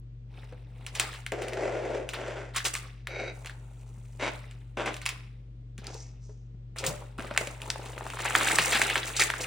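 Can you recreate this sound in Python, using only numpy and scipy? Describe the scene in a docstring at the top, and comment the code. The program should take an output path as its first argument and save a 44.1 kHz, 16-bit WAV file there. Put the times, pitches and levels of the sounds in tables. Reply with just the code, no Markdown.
"""Slices scraped off a board, then a bag emptied

A knife scrapes sausage slices off a plastic board onto baking paper; a plastic bag is handled and emptied.
Scrapes: random slips and stick-slip jumps drive resonances of board, contact and blade.
Paper and film: noise in tiny random buckles, with single placed snaps and dull knocks.
A fridge hums as two tones over faint room noise, in a small hard kitchen, heard by a phone with two ports.
"""
import sys
import numpy as np
from scipy import signal
from scipy.fft import rfft, irfft
from scipy.io import wavfile
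from scipy.ndimage import uniform_filter1d

SR = 44100
rng = np.random.default_rng(int(sys.argv[2]) if len(sys.argv) > 2 else 0)


def log_audio(samples):
    """Write samples as a 16-bit WAV file to the path given in sys.argv[1]."""
    # one column per channel
    frames = np.atleast_2d(samples).T
    # limit to full scale, then quantise
    limited = np.clip(frames, -1, 1)
    pcm = np.round(limited * 32767).astype(np.int16)
    wavfile.write(sys.argv[1], SR, pcm)


N = 417186

# Pushes of the knife. Each row: start in seconds, attack in seconds, hold in seconds, release in dB/s,
# board level in dB, then rub, blade ring and chatter, each in dB over the board.
STROKES = [(1.320, 0.0022, 0.0029, 312, -29, -13, -40, -11),
           (1.34, 0.067, 0.21, 194, -39.5, -8.5, -36, -17.5),
           (1.52, 0.14, 0.31, 124, -33.5, -12.5, -30, -14), (2.14, 0.029, 0.23, 128, -41, -6, -43, -5),
           (3.074, 0.041, 0.18, 400, -42.5, -11, -5.5, -11),
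           (3.18, 0.018, 0.012, 300, -45.5, -12, -13, -24), (4.19, 0.028, 0.075, 900, -38.5, 1, -5.5, 4),
           (4.770, 0.0015, 0.041, 201.5, -36.5, -5, -17, 2),
           (4.856, 0.0042, 0.027, 496, -40, 0.5, -11, 6.5)]
# Resonances of board, rubbing contact and blade, and those rung by each jump of the edge.
# Each row: centre in Hz, width of one filter pass in Hz, relative level in dB.
BOARD_MODES = [(388, 175, 3.5), (558, 212, 6), (750, 200, -5.5)]
RUB_MODES = [(1490, 600, -9.5), (2010, 760, -7), (2700, 1200, -15), (5600, 5800, -14)]
BLADE_MODES = [(1460, 320, 15), (2230, 480, 18.5), (3840, 130, 10), (4500, 900, 5), (6050, 600, 1.5)]
JOLT_MODES = [(294, 220, -0.5), (593, 400, 2.5), (1010, 500, 3), (1500, 350, 3), (2600, 1300, -1),
              (3530, 700, -8)]
# Thin high hisses as the knife is put aside. Each row: start in seconds, attack in seconds,
# hold in seconds, release in dB/s, level in dB.
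HISSES = [(5.84, 0.095, 0.088, 184, -53), (6.2, 0.035, 0.033, 96, -65)]
# Spells of handling paper, food and bag. Each row: start in seconds, swell in seconds, release in dB/s,
# crackle level in dB, brightness in dB over crackle, body of pan and bag in dB over crackle.
RUSTLES = [(0.261, 0.12, 24, -58, -7.5, 1), (.68, 0.2, 96.5, -63, -2.5, 4), (0.921, 0.11, 90, -42, -4, -5),
           (2.05, 0.089, 92.5, -56, -1, 5), (2.533, 0.045, 378, -35.5, -1.5, -10),
           (2.64, 0.018, 359, -38, 6.5, -4), (2.734, 0.0037, 198, -43.5, 4, -10.5),
           (2.78, 0.064, 55, -54.5, -17, -6), (3.31, 0.027, 11, -61, 3, 4.5),
           (3.65, 0.59, 72, -68.5, 4.5, -9), (4.29, 0.029, 43.5, -54, -11, -8),
           (4.91, 0.0068, 117.5, -52, -6, -1.5), (5.06, 0.027, 61, -52, -15, -9.5),
           (5.778, 0.089, 48.5, -54, -21, 3), (6.756, 0.0062, 41.5, -48.5, -4, 3),
           (6.841, 0.008, 141, -49, 7, 2.5), (7.179, 0.0015, 15, -53, -4, 4),
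           (7.38, 0.011, 121.5, -61.5, 17.5, 9.5), (7.601, 0.06, 2, -59, 2.5, 5),
           (9.184, 0.028, 250, -27, 1, -7.5)]
# The bag is tipped and emptied. Each row: time in seconds, crackle level in dB.
POUR = [(7.8, -95), (8.1, -60), (8.25, -41), (8.343, -40), (8.348, -33), (8.55, -34), (8.65, -33.5),
        (8.76, -34), (8.97, -38.5), (9.089, -44.5), (9.13, -49), (9.28, -51.5), (9.46, -41)]
# Crease sizes of the sheet. Each row: pitch in Hz, relative level in dB.
CREASES = [(900, -9.5), (1300, 0.5), (1800, 2.5), (2400, 2.5), (3300, -0.5), (4600, -5.5)]
# Single snaps. Each row: time in seconds, level in dB, centre in Hz, crumpling tail in dB over the snap.
SNAPS = [(0.8648, -26.5, 2440, -1.5), (0.9519, -28.5, 2580, 6.5), (0.9976, -11, 2600, -2),
         (1.1393, -34.5, 2090, 6), (1.264, -21.5, 2230, -10), (1.3203, -19.5, 1940, -31),
         (1.4204, -28.5, 2300, 1), (1.483, -28, 2480, -6), (1.5333, -28, 2800, -11), (2.09, -24, 2740, -5),
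         (2.1341, -26.5, 1930, 7.5), (2.5617, -23.5, 2600, 10), (2.651, -21, 2860, 9),
         (2.7518, -18, 2210, -3.5), (3.0711, -21, 2050, -11), (3.27, -56, 2270, -15),
         (3.297, -52, 2380, -14), (3.447, -32.5, 1900, -8), (3.459, -29.5, 2260, 1),
         (3.472, -32.5, 2550, -19), (3.496, -30, 1860, -4), (4.511, -38, 2300, -7),
         (4.7715, -36.5, 2200, -29), (4.8605, -29.5, 2300, -23), (4.9418, -27.5, 2870, -11),
         (4.9661, -30, 2570, -5), (5.016, -31, 2270, 1), (5.056, -24.5, 2504, -1),
         (5.0619, -13.5, 2510, -7.5), (5.0904, -19.5, 2550, -4.5), (5.7796, -37, 2390, 0.5),
         (5.843, -40, 2460, -11), (5.8683, -28, 4470, -25), (5.943, -34, 4940, -31),
         (6.7614, -34, 1220, -16), (6.785, -24.5, 4520, -2), (6.84, -19.5, 1980, -2),
         (6.8644, -18, 6750, -1), (7.186, -24.5, 1240, -12), (7.195, -25.5, 1520, -12),
         (7.205, -28, 1500, -15), (7.222, -41, 3240, -15), (7.247, -31, 1290, -25), (7.276, -40, 2130, -25),
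         (7.3108, -26.5, 1390, -6), (7.339, -34, 2200, -23), (7.349, -28, 1560, -12),
         (7.363, -20, 1490, -9), (7.3758, -4.5, 2170, -23), (7.414, -26, 1500, -10),
         (7.472, -23.5, 2330, -10), (7.603, -39, 1760, -12), (7.618, -25, 2540, -30),
         (7.7019, -16.5, 4370, -15), (7.703, -21.5, 1620, -23), (7.7583, -24.5, 960, -22),
         (7.859, -34, 2740, -1), (7.979, -24.5, 1340, -14), (8.0088, -21.5, 835, -21),
         (8.066, -23.5, 940, -25), (8.1015, -22, 2020, -21), (8.136, -25.5, 1170, -8),
         (8.171, -24, 1140, -12), (8.189, -26, 1280, 5.5), (8.253, -16, 1080, 3.5),
         (8.307, -15.5, 1300, -14), (8.3515, -3, 1560, -8), (8.4104, -13, 1330, -2),
         (8.4703, -17.5, 1660, 3), (8.478, -31, 2020, -25), (8.5856, -2, 1870, -6), (8.618, -23, 2900, 3),
         (8.722, -24, 2300, 15), (8.746, -16.5, 1910, 9.5), (8.8165, -6, 1850, -9),
         (8.8996, -12.5, 1890, -4), (8.9563, -9.5, 1700, -3.5), (8.978, -21, 2680, -6),
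         (9.073, -31, 6600, 4), (9.1649, -21, 4270, 4), (9.196, -16.5, 4360, 4), (9.22, -16.5, 3600, -4),
         (9.3015, -11.5, 1890, -27), (9.338, -16, 1510, -16), (9.4106, -26.5, 5900, 1)]
# Dull knocks on board, pan and counter. Each row: time in seconds, level in dB, centre in Hz,
# decay time constant in ms.
KNOCKS = [(0.524, -36, 496, 8.2), (5.785, -38.5, 200, 11.5), (5.874, -44.5, 382, 14.4),
          (5.948, -41, 453, 14), (6.292, -46.5, 424, 17), (6.544, -45.5, 170, 12), (6.831, -32, 530, 65),
          (6.878, -31.5, 153, 22), (6.898, -38, 592, 104), (7.19, -24, 263, 3), (7.245, -28.5, 590, 2.9),
          (7.311, -31.5, 587, 12), (7.411, -28, 604, 5.9), (7.474, -34, 560, 7.6), (7.757, -38, 560, 5.6),
          (7.793, -33, 590, 3.9), (7.978, -36, 597, 4.2), (8.592, -33, 163, 16), (8.749, -31, 219, 10)]
# Fridge tones. Each row: frequency in Hz, level in dB rms.
HUM = [(51.1, -48.5), (120.0, -46.5)]
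# Spectrum shape of the room noise. Each row: frequency in Hz, relative density in dB per Hz.
AIR_SHAPE = [(35, -22), (60, -18.5), (129, -10.5), (150, -15.5), (175, -16.5), (446, -29), (877, -45.5),
             (3320, -50), (7760, -63.5), (11000, -79.5), (22000, -120)]
# Phase between the ports. Each row: frequency in Hz, lead of the left in radians.
PORT_PHASE = [(200, 0), (340, .1), (690, -.5), (1290, 0), (4050, 0), (6400, -1), (9200, -1.9),
              (12300, -np.pi), (16000, -4.4)]
# Level between the ports. Each row: frequency in Hz, left minus right in dB.
PORT_BALANCE = [(100, 1.8), (700, 2.5), (1300, 0), (15000, 0.5)]
# Response common to both ports. Each row: frequency in Hz, gain in dB.
MIC = [(9000, 0.5), (12500, -12), (15000, 3)]

RANGE_DB = 40  # a sound stops this far below its top
CHATTER_PER_S, CHATTER_SPACING_SPREAD, CHATTER_SCATTER_DB = 215, 0.22, 3
CREASE_WIDTH_SHARE = 0.41  # bandwidth as a share of the pitch
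FIRM_GRIP_DB = -54.5
POUR_BRIGHT_DB, POUR_BODY_DB = -0.4, -5.5  # over crackle
# a snap's tick is brightest at this pitch, that of small stiff creases
TICK_DB, TICK_HZ, TICK_DB_PER_OCTAVE = 1, 2620, 14.5
EVENT_SAMPLES = 12288  # longest snap or knock
AIR_DB = -57.5
ROOM_T60_S, ROOM_TREBLE_T60_S, ROOM_DB = 0.47, 0.12, -10.5
TOP_HZ = 16000


def scrape():
    """Patchy slips over the rough board ring board, contact and blade; stick-slip jumps jolt them all."""
    board, rub, blade, jolt = play(STROKES)
    jumps = chatter()
    patches = 4 + unit(grains(45, 3.0, 0.008))
    slips = grains(2500, 2.5, 0.004) * patches
    steel = resonate(slips, BLADE_MODES) + 1.66 * ring(jumps, BLADE_MODES)
    sliding = board * resonate(slips, BOARD_MODES) + rub * resonate(slips, RUB_MODES)
    return sliding + blade * steel + jolt * ring(jumps, JOLT_MODES)


def chatter():
    """The edge sticks and lets go: a train of jumps, uneven in spacing and size."""
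    spacing, size = rng.standard_normal((2, N // 100))
    gaps = SR / CHATTER_PER_S * np.exp(CHATTER_SPACING_SPREAD * spacing)
    where = np.cumsum(gaps).astype(int)
    inside = where < N
    out = np.zeros(N)
    out[where[inside]] = undb(CHATTER_SCATTER_DB * size)[inside]
    return out


def crackle():
    """Paper and film buckle over a fine rustle; each crease size pops on its own: small high, large low."""
    middle, bright, body = handling()
    shared = unit(grains(110, 1.9, 0.0092))
    fine = unit(grains(3200, 3.2, 0.0021))
    opposite = rng.standard_normal(N) * np.array([[1], [-1]])
    noise = rng.standard_normal(N) + 0.25 * opposite  # slightly wide
    # a light touch only rustles, a firm grip buckles the sheet
    force = np.clip(middle / undb(FIRM_GRIP_DB), 0.1, 1)

    def pops(per_s, cycles, hz):
        """Noise in buckles that die within a few cycles of their pitch, over the rustle."""
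        own = unit(grains(per_s, 4, cycles / hz))
        buckles = 0.3 * shared + 0.7 * own + 0.25 * fine
        return noise * (force * buckles + 0.3 * fine)

    creases = 0
    for hz, db in CREASES:
        lo_hz, hi_hz = hz * (1 - CREASE_WIDTH_SHARE / 2), hz * (1 + CREASE_WIDTH_SHARE / 2)
        creases = creases + undb(db) * unit(band(pops(110, 5, hz), lo_hz, hi_hz))
    treble = unit(band(pops(150, 15, 6300), 4800, 12300))
    bass = unit(band(pops(90, 2.2, 600), 300, 1126))
    hiss = play(HISSES)[0] * resonate(fine, [(5900, 2300, 0)])
    return middle * unit(creases) + bright * treble + body * bass + hiss


def handling():
    """Gains of crackle, brightness and body: short spells, then the long pour."""
    time_s, db = np.transpose(POUR)
    pour_db = np.interp(np.arange(N) / SR, time_s, db, left=-200)
    rows = [(start_s, swell_s, 0, *rest) for start_s, swell_s, *rest in RUSTLES]
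    spells = play(rows)[:3]
    return spells + undb(pour_db + np.array([[0], [POUR_BRIGHT_DB], [POUR_BODY_DB]]))


def snaps():
    """A snap is a few cycles falling through its own pitch, a bright tick and a crumpling tail."""
    out, t = np.zeros(N + EVENT_SAMPLES), np.arange(EVENT_SAMPLES) / SR
    for start_s, db, hz, tail_db in SNAPS:
        noise = rng.standard_normal(EVENT_SAMPLES)
        # pitch falls from 1.42 to 0.69 of the centre
        fall = 0.69 * t + 0.0008 * (1 - np.exp(-t / 0.0011))
        pop = np.sin(2 * np.pi * hz * fall) * np.exp(-t / 0.001) * (1 - np.exp(-t / 0.00041))
        treble_db = TICK_DB - TICK_DB_PER_OCTAVE * abs(np.log2(hz / TICK_HZ))
        treble = undb(treble_db) * band(noise, 4500, 12000)
        middle = band(noise, 0.43 * hz, min(2.26 * hz, 0.45 * SR))
        tick = 2.57 * treble * np.exp(-t / 0.00072) + 0.87 * middle * np.exp(-t / 0.0024)
        tick = tick * (1 - np.exp(-t / 0.00039))
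        tail = middle * np.exp(-t / 0.014) + 1.88 * treble * np.exp(-t / 0.0053)
        tail = tail * (1 - np.exp(-t / 0.008))
        out[int(start_s * SR):][:EVENT_SAMPLES] += undb(db) * (1.48 * pop + tick + undb(tail_db) * tail)
    return out[:N]


def knocks():
    """A knock is a decaying tone plus low noise, duller and mostly longer than a snap."""
    out, t = np.zeros(N + EVENT_SAMPLES), np.arange(EVENT_SAMPLES) / SR
    fade = np.cos(np.pi / 2 * t / t[-1])  # reaches zero at the end
    onset = 1 - np.exp(-t / 0.0004)
    for start_s, db, hz, ring_ms in KNOCKS:
        noise = band(rng.standard_normal(EVENT_SAMPLES), 0.069 * hz, 1.63 * hz)
        thud = np.sin(2 * np.pi * hz * t) + 3 * noise * np.exp(-t / 0.055)
        decay = np.exp(-1000 * t / max(ring_ms, 1))
        out[int(start_s * SR):][:EVENT_SAMPLES] += undb(db) * thud * decay * fade * onset
    return out[:N]


def fridge():
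    """Two steady tones of motor and mains; the level wavers by about half a dB."""
    t = np.arange(N) / SR
    waver = unit(uniform_filter1d(rng.standard_normal((2, N)), size=4000))
    out = 0
    for (hz, db), wobble in zip(HUM, waver):
        out = out + np.sqrt(2) * undb(db + 0.5 * wobble) * np.sin(2 * np.pi * hz * t)
    return out


def air():
    """Faint steady room noise, nearly alike at both ports in the bass and less so above."""
    hz = np.arange(N // 2 + 1) * SR / N
    mid, side = rfft(rng.standard_normal((2, N))) * undb(at(AIR_SHAPE, hz))
    side = np.clip(hz / 900, 0.05, 1.2) * side
    return undb(AIR_DB) * unit(irfft([mid + side, mid - side], N))


def walls(x):
    """Dense echoes, different at each port, build over a few milliseconds; the treble dies first."""
    t = np.arange(SR // 2) / SR
    echoes = rng.standard_normal((2, len(t)))
    low = signal.lfilter([0.3], [1, -0.7], echoes)
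    high = echoes - low
    echoes = low * undb(-60 * t / ROOM_T60_S) + high * undb(-60 * t / ROOM_TREBLE_T60_S)
    echoes = echoes * (1 - np.exp(-t / 0.0019))
    return signal.fftconvolve(x[None], unit(echoes) / np.sqrt(len(t)), axes=1)[:, :N]


def play(rows):
    """Attack, hold and release of each row; one gain per level, later levels riding on the first."""
    out = np.zeros((4, N))
    for start_s, attack_s, hold_s, fall_db_s, db, *over_db in rows:
        end_s = start_s + attack_s + hold_s + RANGE_DB / fall_db_s
        here = out[:, int(start_s * SR):int(end_s * SR)]
        t = np.arange(here.shape[1]) / SR
        release = undb(-fall_db_s * np.maximum(t - attack_s - hold_s, 0))
        shape = np.minimum(t / attack_s, 1) * release
        here[:1 + len(over_db)] += shape * undb(db + np.array([0, *over_db]))[:, None]
    return out


def grains(per_s, scatter_db, tail_s):
    """Envelope of random slips or buckles: many small, few large, each dying fast."""
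    size_db = scatter_db * np.minimum(rng.exponential(size=N), 2.5)
    hits = (rng.random(N) < per_s / SR) * undb(size_db)
    return signal.lfilter([1], [1, -np.exp(-1 / (tail_s * SR + 1))], hits)


def twice(x, hz, width_hz):
    """One resonance, applied twice for steep skirts, scaled to rms 1."""
    peak = signal.iirpeak(hz, hz / width_hz, SR)
    return unit(signal.lfilter(*peak, signal.lfilter(*peak, x)))


def resonate(drive, modes):
    """Each resonance is shaken by its own noise under a common envelope."""
    out = 0
    for hz, width_hz, db in modes:
        out = out + undb(db) * twice(drive * rng.standard_normal(N), hz, width_hz)
    return unit(out)


def ring(pulses, modes):
    """All resonances are struck by the same jumps, neighbours in opposite sense."""
    out = 0
    for k, (hz, width_hz, db) in enumerate(modes):
        out = out + (-1) ** k * undb(db) * twice(pulses, hz, width_hz)
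    return unit(out)


def undb(db):
    """Decibels to gain."""
    return 10 ** (np.asarray(db) / 20)


def unit(x):
    """Scale to rms 1."""
    return x / np.sqrt(np.mean(x ** 2))


def at(table, hz):
    """Read a (Hz, value) table on a log axis."""
    table_hz, value = np.array(table).T
    return np.interp(np.log(hz + 1), np.log(table_hz), value)


def band(x, lo_hz, hi_hz):
    """Band-pass."""
    return signal.sosfilt(signal.butter(2, [lo_hz, hi_hz], "bandpass", fs=SR, output="sos"), x)


def scene():
    """The hands' work reaches both ports directly and again off the walls, over fridge and air."""
    work = scrape() + crackle() + snaps() + knocks()
    return work + undb(ROOM_DB) * walls(work.mean(axis=0)) + fridge() + air()


def record(dry):
    """The ports differ in level and phase, nearly opposite around 12 kHz; then the top is cut."""
    hz = np.arange(N // 2 + 1) * SR / N
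    # each port takes half of the difference
    half = undb(at(PORT_BALANCE, hz) / 2) * np.exp(0.5j * at(PORT_PHASE, hz))
    ports = irfft(rfft(dry) * undb(at(MIC, hz)) * [half, 1 / half], N)
    return signal.sosfilt(signal.ellip(8, 0.2, 70, TOP_HZ, fs=SR, output="sos"), ports)


dry = scene()
out = record(dry)
log_audio(out)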